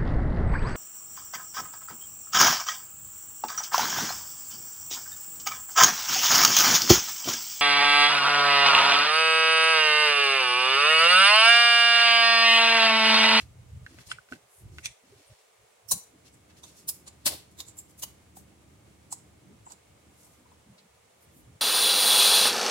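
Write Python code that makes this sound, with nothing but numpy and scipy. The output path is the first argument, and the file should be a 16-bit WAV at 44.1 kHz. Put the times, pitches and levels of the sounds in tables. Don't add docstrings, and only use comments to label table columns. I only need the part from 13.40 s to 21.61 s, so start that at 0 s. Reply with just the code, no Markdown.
import sys
import numpy as np
from scipy import signal
from scipy.fft import rfft, irfft
from scipy.io import wavfile
from scipy.ndimage import map_coordinates

SR = 44100
rng = np.random.default_rng(int(sys.argv[2]) if len(sys.argv) > 2 else 0)


def generate_wav(sig):
    pcm = np.round(np.clip(np.atleast_2d(sig).T, -1, 1) * 32767).astype(np.int16)
    wavfile.write(sys.argv[1], SR, pcm)


N = 362052
TIME = np.arange(N) / SR
SHOT = np.arange(SR // 5) / SR

# (frequency [Hz], relative gain [dB])
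AIR_COLOUR = [(270, -21), (340, -10.5), (420, 1.5), (600, -1), (1000, -5.5), (1700, -9.5), (2200, -8.5),
              (2700, -10.5), (5000, -15), (7500, -12.5), (10000, -15), (12500, -22.5), (16000, -23)]
DRONE_COLOUR = [(60, -42), (110, 0.5), (190, 5), (260, 0), (340, 1.5), (420, -6.5), (600, -65)]
RUMBLE_COLOUR = [(20, -24), (40, -16), (60, 1.5), (78, 7), (130, 6), (170, -8), (220, -12.5), (500, -79)]
# (time [s], level [dB])
DRONE_LEVELS = [(0.0, -67), (0.48, -72), (0.89, -85), (1.76, -103), (2.56, -82), (2.8, -65.5),
                (3.82, -62.5), (6.15, -62), (6.38, -70), (7.22, -65.5), (7.42, -83), (7.75, -77.5),
                (7.96, -63), (8.21, -69)]
# (frequency [Hz], level against the drone [dB])
MOTOR_HUM = [(75.8, -6.5), (301.5, -11.5)]
# (frequency [Hz], level [dB])
MOTOR_WHINE = [(1217, -85.5), (2121, -88.5), (2202, -86)]
# (centre time [s], half length [s], peak level [dB], centre [Hz], width [Hz])
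RUBS = [(0.0, 0.019, -49, 3200, 8300), (0.522, 0.049, -62.5, 2260, 8300), (0.616, 0.024, -57.5, 2590, 8300),
        (0.674, 0.0079, -54, 5900, 8300), (0.729, 0.025, -54.5, 2200, 900),
        (0.933, 0.023, -57.5, 4670, 8300), (1.166, 0.044, -60, 10000, 5500), (1.38, 0.041, -61, 5760, 8300),
        (1.462, 0.018, -47.5, 2350, 900), (1.875, 0.14, -65, 3370, 8300), (1.879, 0.011, -60, 8800, 1500),
        (2.87, 0.015, -59.5, 4000, 8300), (2.942, 0.011, -62, 8300, 4000), (3.105, 0.0082, -61, 1980, 5000),
        (3.185, 0.016, -62, 4250, 8300), (3.283, 0.027, -57, 5800, 8300), (3.393, 0.029, -58, 7040, 8300),
        (3.909, 0.024, -45.5, 463, 517), (3.95, 0.065, -57, 3650, 3530), (4.117, 0.0079, -65, 7700, 8300),
        (4.502, 0.016, -62.5, 9000, 8300), (6.276, 0.017, -59, 7550, 1210), (6.569, 0.01, -65, 950, 260),
        (6.86, 0.078, -63, 8700, 8300), (6.88, 0.013, -63, 925, 280), (7.063, 0.007, -61.5, 925, 220),
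        (7.124, 0.0072, -61.5, 950, 220), (7.35, 0.012, -67, 925, 200), (7.83, 0.019, -64, 11400, 8300),
        (7.972, 0.029, -62, 11100, 8300)]
# (start [s], length [s], rumble level [dB], level of the skin drag [dB], pitch of the drag [Hz])
GRIP_SHIFTS = [(0.0, 0.36, -49.5, -78, 200), (0.338, .11, -47.5, -72, 200), (0.509, 0.039, -59, -56.5, 290),
               (0.561, 0.056, -55, -61.5, 168), (0.674, 0.061, -55, -70.5, 303),
               (0.755, 0.041, -58, -92, 201), (0.928, 0.024, -60.5, -58.5, 226),
               (1.037, 0.024, -67, -92, 200), (1.221, 0.18, -48, -63.5, 340),
               (1.416, 0.097, -56.5, -81, 337), (1.64, 0.075, -78, -66.5, 228),
               (1.723, 0.043, -61, -62.5, 393), (1.784, 0.03, -80, -65, 322),
               (1.903, 0.026, -57, -61.5, 577), (2.216, 0.029, -68, -73, 430),
               (2.46, 0.03, -62.5, -89, 215), (2.537, 0.031, -50.5, -53, 185),
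               (2.735, 0.027, -82, -62, 276), (3.869, 0.079, -55.5, -54, 286),
               (6.206, 0.072, -59, -79, 200), (6.51, 0.04, -58, -68, 140), (6.669, 0.045, -66, -60.5, 205),
               (6.99, 0.027, -82, -60, 212), (7.275, 0.044, -62.5, -58.5, 195),
               (7.34, 0.12, -87, -66.5, 180), (7.51, 0.087, -69, -91, 163), (7.646, 0.04, -74, -73, 149),
               (7.866, 0.06, -62, -71, 192), (8.034, 0.13, -56, -70, 188)]
# (time [s], level [dB], wall pitch [Hz], sharp edge against the wall [dB], thud against the pop [dB])
POPS = [(0.4640, -47.5, 1704, -7.5, -20), (0.587, -57.5, 1590, 4, -2), (0.7154, -38, 1485, -1, -46),
        (0.7852, -51, 1430, -22, -42), (0.888, -64, 1510, 1, -22), (0.9235, -43.5, 1510, -7.5, -3.5),
        (0.934, -52, 1610, 6, -8), (0.959, -65, 1590, -1, 4), (1.3844, -47.5, 1560, 9, -43),
        (1.4586, -40.5, 2360, -13, -28), (3.8675, -43, 590, -11, -3), (4.634, -50, 1007, -24, -18),
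        (4.969, -56, 804, -20, -26), (5.7262, -44.5, 937, -30, -35), (6.2664, -53.5, 970, -17, -16),
        (6.272, -51.5, 927, -27, -18), (6.308, -57, 950, -29, -26), (7.117, -64.5, 940, -15.5, -19)]
# (frequency [Hz], width [Hz], relative level [dB])
WALL_OVERTONES = [(2040, 450, 20.5), (2660, 270, 15.5), (3870, 600, -35), (5030, 150, -24), (6660, 600, -4),
                  (8300, 280, -16)]
# sheen [dB], rim and wall [dB], hollow bottle [dB];
# left minus right [dB]; narrow facet bands, each (frequency [Hz], level against the foil [dB]))
RIPS = [(0.718, 0.023, 0.0094, -50, -20, 8750, -26, -4.5, -0.5, -0.5, [(2950, -1), (5200, -3), (8900, -4)]),
        (1.4584, 0.013, 0.011, -41.5, -17, 6000, -31, -10, -19, -4, [(3550, -4.5), (5720, -12),
        (9150, -7)]), (2.492, 0.0073, 0.041, -54.5, -30, 5860, 10, -38, -32, -25, [(5400, -4)]),
        (2.518, 0.0067, 0.014, -28.5, -14, 7200, 3.5, -20, -7.5, -2, [(4080, -10.5), (4900, -16),
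        (6030, -6), (9400, -5)]),
        (3.239, 0.0087, 0.011, -54, -29, 6360, -7, -11, 1.5, -7.5, [(3700, -0.5)]),
        (3.4888, 0.0072, 0.013, -38, -9, 10500, 9.5, -17.5, -14, -6, [(3150, -35), (5150, -7.5)]),
        (3.6780, 0.01, 0.011, -50, -9, 7150, -18, -8, -4, -5, []),
        (3.8659, 0.0068, 0.019, -31.5, -6.5, 8300, 7, -1, -3.5, -2, [(3700, -19), (4450, -12), (5100, -6),
        (10250, -1.5)]), (3.88, 0.0028, 0.0082, -42.5, 2, 7300, -6, -11, -1, -2.5, [(2700, -3),
        (4000, -0.5)]), (3.925, 0.017, 0.043, -52, -14, 8300, 9.5, 1.5, 0, -3, [(3700, 0), (4350, -12),
        (5750, -12)]), (4.203, 0.018, 0.017, -47.5, -0.5, 6900, 1.5, -7, -3, -6.5, [(3720, 0), (5250, -6.5),
        (6050, -8)]), (4.2847, 0.017, 0.022, -52, -4, 7400, -14, -17, -9, -9, [(3720, -24)]),
        (4.388, 0.015, 0.019, -51, -5, 7460, 4.5, -33, -14, -6.5, [(5400, -17), (7450, 3.5)]),
        (4.595, 0.012, 0.015, -55.5, -19, 9100, 6, -15, -18, -5, []),
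        (4.633, 0.009, 0.0097, -41.5, -5, 6570, 5, -8, -5, -5, [(2920, -7.5), (4500, -23), (5420, -14),
        (10550, -13)]), (4.9690, .011, 0.031, -55.5, -5, 7950, 3, -17, -4, -4, []),
        (5.727, 0.011, 0.011, -40.5, -5.5, 7650, -9, -21.5, -7, -6.5, [(4100, -21), (5300, -16)]),
        (6.32, 0.021, 0.014, -54, -18, 7300, -12, -11.5, 0, -9, [(7450, -10)]),
        (7.385, 0.0059, 0.016, -73, -22, 3830, -18, 7.5, -2, -3, [])]
# (frequency [Hz], width [Hz], relative level [dB], left minus right [dB])
RIP_BANDS = [(7800, 3600, -2.5, 7.5), (11900, 9800, -3.5, 5), (4250, 1840, 0.5, 0.5), (2600, 3700, -1.5, 4),
             (946, 360, -7, 0.5), (252, 530, -13, 1.5)]
# (time [s], level [dB], centre [Hz], width [Hz], decay [s],
# faint tones against the crack [dB], left minus right [dB])
CRACKS = [(0.7155, -41, 2780, 2000, 0.0011, -22, 0), (1.458, -38.5, 4760, 6500, 0.00066, -27, -5),
          (1.468, -53, 6960, 6000, 0.0013, -19, -2), (2.5109, -35, 8050, 5000, 0.0041, -5, -7),
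          (3.4902, -40.5, 8600, 9000, 0.00056, -14, -4), (3.858, -30, 8400, 9050, 0.0063, -16, 2),
          (3.866, -40, 4440, 2620, 0.0026, -1, 1), (3.9116, -50, 5000, 6000, .001, -12, -2),
          (3.9485, -68, 4500, 6000, .001, -15, -2), (4.2034, -53, 4170, 3000, .0015, -22, -8),
          (4.21, -56, 6000, 6000, 0.0011, -18, -4), (4.2846, -62, 7300, 4500, .0008, -18, -5),
          (4.389, -60, 7700, 5000, 0.0014, -18, -6), (4.623, -49, 9500, 9000, .004, -18, -5),
          (4.6358, -46.5, 6800, 1600, .0015, -23, -7), (4.647, -54, 11000, 9000, .002, -16, -3),
          (5.7262, -44.5, 7650, 2200, 0.0016, -18, -10), (6.3202, -52.5, 7200, 3000, 0.0028, -18, -4)]
# (frequency [Hz], relative level [dB])
FINE_TONES = [(3322, -9.5), (4271, 0), (4594, 1), (4912, -9.5), (5541, 2), (6029, -0.5), (6938, 9),
              (7047, -3.5), (8146, -9), (8822, -2), (9122, -2), (9315, 10), (9455, 5), (10148, 0)]
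# (time [s], delay of the seal at the left port [samples],
# the same for the wall [samples]); below zero the left port hears it first
BEARING = [(0.5, 8, 6), (1.5, 9.5, 7), (2.5, 9, 9.5), (3.9, 9.5, 12.5), (5.7, 17.5, 13.5), (6.3, 17.5, 18),
           (6.8, 6.5, 6), (7.7, -14.5, -12)]

AIR_DB = -62.5
SHIFT_ATTACK_S, SHIFT_RELEASE_S, DRAG_WIDTH_HZ = 0.015, 0.01, 89
GRAINS_PER_RIP, JERKS_PER_S, SNAP_S = 150, 420, .0006
FACET_WIDTH_HZ = 370
FINE_TONES_T60_S = 0.25
TOP_HZ = 15900


def undb(db):
    return 10 ** (np.asarray(db) / 20)


def unit(x):
    return x / np.sqrt(np.sum(x ** 2, axis=-1, keepdims=True))


def burst(x, db):
    return unit(x) * undb(db) * np.sqrt(.03 * SR)


def pan(db):
    return undb(np.array([[db], [-db]]) / 2)


def add(track, x, s):
    start = int(s * SR)
    track[:, start:start + x.shape[-1]] += x[..., :N - start]


def ring(x, hz, width_hz):
    return signal.lfilter(*signal.iirpeak(hz, hz / width_hz, fs=SR), x)


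def steep(x, hz, width_hz):
    return unit(ring(ring(x, hz, width_hz), hz, width_hz))


def walk(rate):
    steps = rng.standard_normal(N // 10)
    return np.interp(TIME * rate, np.arange(len(steps)), steps)


def noise(colour, likeness):
    hz, db = np.transpose(colour)
    bins = np.fft.rfftfreq(N, 1 / SR)
    gain = undb(np.interp(np.log(bins + 1), np.log(hz), db))
    shaped = irfft(rfft(rng.standard_normal((2, N))) * gain, N)
    mid, side = unit(shaped) * np.sqrt(N / 2)
    return np.sqrt(1 + likeness) * mid + np.sqrt(1 - likeness) * np.array([side, -side])


def tones(lines, waver_db, drift):
    out = np.zeros(N)
    for hz, db in lines:
        level = np.sqrt(2) * undb(db + waver_db * walk(10.0))
        out += level * np.sin(2 * np.pi * hz * TIME + drift * walk(3.6))
    return out


def clicks(shape, per_s, spread_db):
    happen = rng.random(shape) < per_s / SR
    sign = np.sign(rng.standard_normal(shape))
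    size = undb(spread_db * np.clip(rng.standard_normal(shape), -2, 2))
    return happen * sign * size


def outdoors(bass_db=-1.0):
    air = noise(AIR_COLOUR, likeness=0.074) * undb(AIR_DB + .5 * walk(36))
    bass = noise(RUMBLE_COLOUR, likeness=0.87) * undb(bass_db + 1.4 * walk(4.9))
    hum = tones(MOTOR_HUM, waver_db=1.5, drift=0.23)
    low = noise(DRONE_COLOUR, likeness=0.76) * undb(3.1 * walk(21)) + bass + hum
    drone = low * undb(np.interp(TIME, *np.transpose(DRONE_LEVELS)))
    whine = tones(MOTOR_WHINE, waver_db=3.0, drift=1.0)
    return air + drone + whine


def rubs():
    out = np.zeros((2, N))
    pressure = undb(1.5 * walk(46))
    grains = clicks((2, N), per_s=3700, spread_db=7.5) * pressure
    for s, half, db, hz, width in RUBS:
        slide = np.exp(-((TIME - s) / half) ** 2 / 2)
        out += steep(grains, hz, width) * np.sqrt(N) * undb(db) * slide
    return out


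def shifts(flutter_db=2.0):
    shake = noise(RUMBLE_COLOUR, likeness=0.9) * undb(flutter_db * walk(42))
    grains = clicks(N, per_s=1300, spread_db=8.5)
    out = np.zeros((2, N))
    for s, length, rumble_db, drag_db, drag_hz in GRIP_SHIFTS:
        drag = steep(grains, drag_hz, DRAG_WIDTH_HZ) * np.sqrt(N)
        rise = (TIME - s) / SHIFT_ATTACK_S
        fall = (s + length - TIME) / SHIFT_RELEASE_S
        effort = np.exp(np.minimum(np.minimum(rise, fall), 0))
        out += effort * (undb(rumble_db) * shake + undb(drag_db) * drag)
    return out


def pops(wall_q=5.0, grain_db=-9, thud_s=0.017, thud_width_hz=260, scuff_db=-3, scuff_s=0.0073, soft_hz=8000):
    out = np.zeros((2, N))
    for s, db, hz, edge_db, thud_db in POPS:
        push = signal.unit_impulse(len(SHOT))
        rough = unit(rng.standard_normal((2, len(SHOT))) * np.exp(-SHOT / scuff_s))
        scuff = push + undb(scuff_db) * rough
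        wall = steep(push + undb(grain_db) * scuff, hz, hz / wall_q)
        edge = unit(sum(undb(g) * ring(scuff, f, w) for f, w, g in WALL_OVERTONES))
        add(out, burst(wall + undb(edge_db) * edge, db), s)
        thud = steep(rng.standard_normal(len(SHOT)) * np.exp(-SHOT / thud_s), 217, thud_width_hz)
        add(out, burst(thud, db + thud_db), s - .007)
    return signal.sosfilt(signal.butter(2, soft_hz, fs=SR, output="sos"), out)


def rips(flap_width_hz=900, flap_db=-4, apart_db=-1, rounding=1.47, facet_lean_db=3, facet_focus=1.7, stutter_db=1.5):
    out = np.zeros((2, N))
    lead = .07
    t = SHOT - lead
    for s, swell, fade, db, snap_db, flap_hz, sheen_db, shell_db, hollow_db, pan_db, facets in RIPS:
        envelope = np.exp(-np.maximum(-t / swell, t / fade) ** rounding)
        jerks = np.interp(SHOT * JERKS_PER_S, np.arange(len(t)), rng.standard_normal(len(t)))
        envelope = envelope * undb(stutter_db * jerks)
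        bands = [(flap_hz, flap_width_hz, flap_db, 0)] + list(RIP_BANDS)
        drives = [0, 0, sheen_db, shell_db, shell_db, hollow_db, hollow_db]
        bands += [(hz, FACET_WIDTH_HZ, facet_db, facet_lean_db) for hz, facet_db in facets]
        drives += [0] * len(facets)
        for (hz, width, band_db, lean_db), drive_db in zip(bands, drives):
            shape = envelope ** (facet_focus if width == FACET_WIDTH_HZ else 1)
            grains = clicks((3, len(t)), per_s=GRAINS_PER_RIP / (swell + fade), spread_db=4.5)
            crackle = unit(grains * shape)
            snap = unit(rng.standard_normal((3, len(t))) * (t >= 0) * np.exp(-abs(t) / SNAP_S))
            blunt_snap = undb(snap_db) * min(7000 / hz, 1) * snap
            common, *sides = steep(crackle + blunt_snap, hz, width)
            spread = undb(apart_db) * min(hz / 3000, 1) * np.array(sides)
            heard = burst(common + spread, db + band_db + drive_db)
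            add(out, heard * pan(pan_db + lean_db), s - lead)
    return out


def cracks():
    out = np.zeros((2, N))
    for s, db, hz, width, decay, _, pan_db in CRACKS:
        split = rng.standard_normal(len(SHOT)) * np.exp(-SHOT / decay)
        add(out, burst(steep(split, hz, width), db) * pan(pan_db), s)
    return out


def fine_tones():
    out = np.zeros((2, N))
    tone_hz, tone_db = np.transpose(FINE_TONES)
    decay = np.exp(-np.log(1000) * SHOT / FINE_TONES_T60_S)
    for s, db, hz, width, _, tones_db, pan_db in CRACKS:
        weights = undb(tone_db) / (1 + (2 * (tone_hz - hz) / width) ** 2)
        start_phase = rng.random((len(tone_hz), 1))
        sines = np.sin(2 * np.pi * (tone_hz[:, None] * SHOT + start_phase))
        add(out, burst(weights @ sines * decay, db + tones_db) * pan(pan_db), s)
    return out


def space(x, lag, near_db, tail_db, t60=0.33):
    t = np.arange(SR // 2) / SR
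    near, tail = rng.standard_normal((2, 2, len(t)))
    near = unit(near * (t > .001) * np.exp(-t / 0.0048))
    dull = signal.sosfiltfilt(signal.butter(2, 9500, fs=SR, output="sos"), tail)
    bright = 0.98 * (tail - dull)
    t60_top = t60 * 3 / 4
    fading = dull * undb(-60 * t / t60) + bright * undb(-60 * t / t60_top)
    clumps = undb(2.2 * walk(300)[:len(t)])
    tail = unit(fading * clumps * (1 - np.exp(-t / 0.0039)))
    left = map_coordinates(x[0], [np.arange(N) - lag], order=5)
    direct = np.array([left, x[1]])
    echoes = undb(near_db) * near + undb(tail_db) * tail
    return direct + signal.fftconvolve(x, echoes, axes=1)[:, :N]


def scene(lean_db=-0.8, wall_lean_db=-2.0):
    when, seal_lag, wall_lag = np.transpose(BEARING)
    background = (outdoors() + shifts()) * pan(lean_db)
    seal = space(rubs() + rips(), np.interp(TIME, when, seal_lag), near_db=-3.0, tail_db=-11)
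    struck = pops() * pan(wall_lean_db) + cracks()
    bottle = space(struck, np.interp(TIME, when, wall_lag), near_db=-7.5, tail_db=-23)
    return background + seal + bottle + fine_tones()


def record(dry):
    return signal.sosfilt(signal.ellip(10, .2, 80, TOP_HZ, fs=SR, output="sos"), dry)


dry = scene()
out = record(dry)
generate_wav(out)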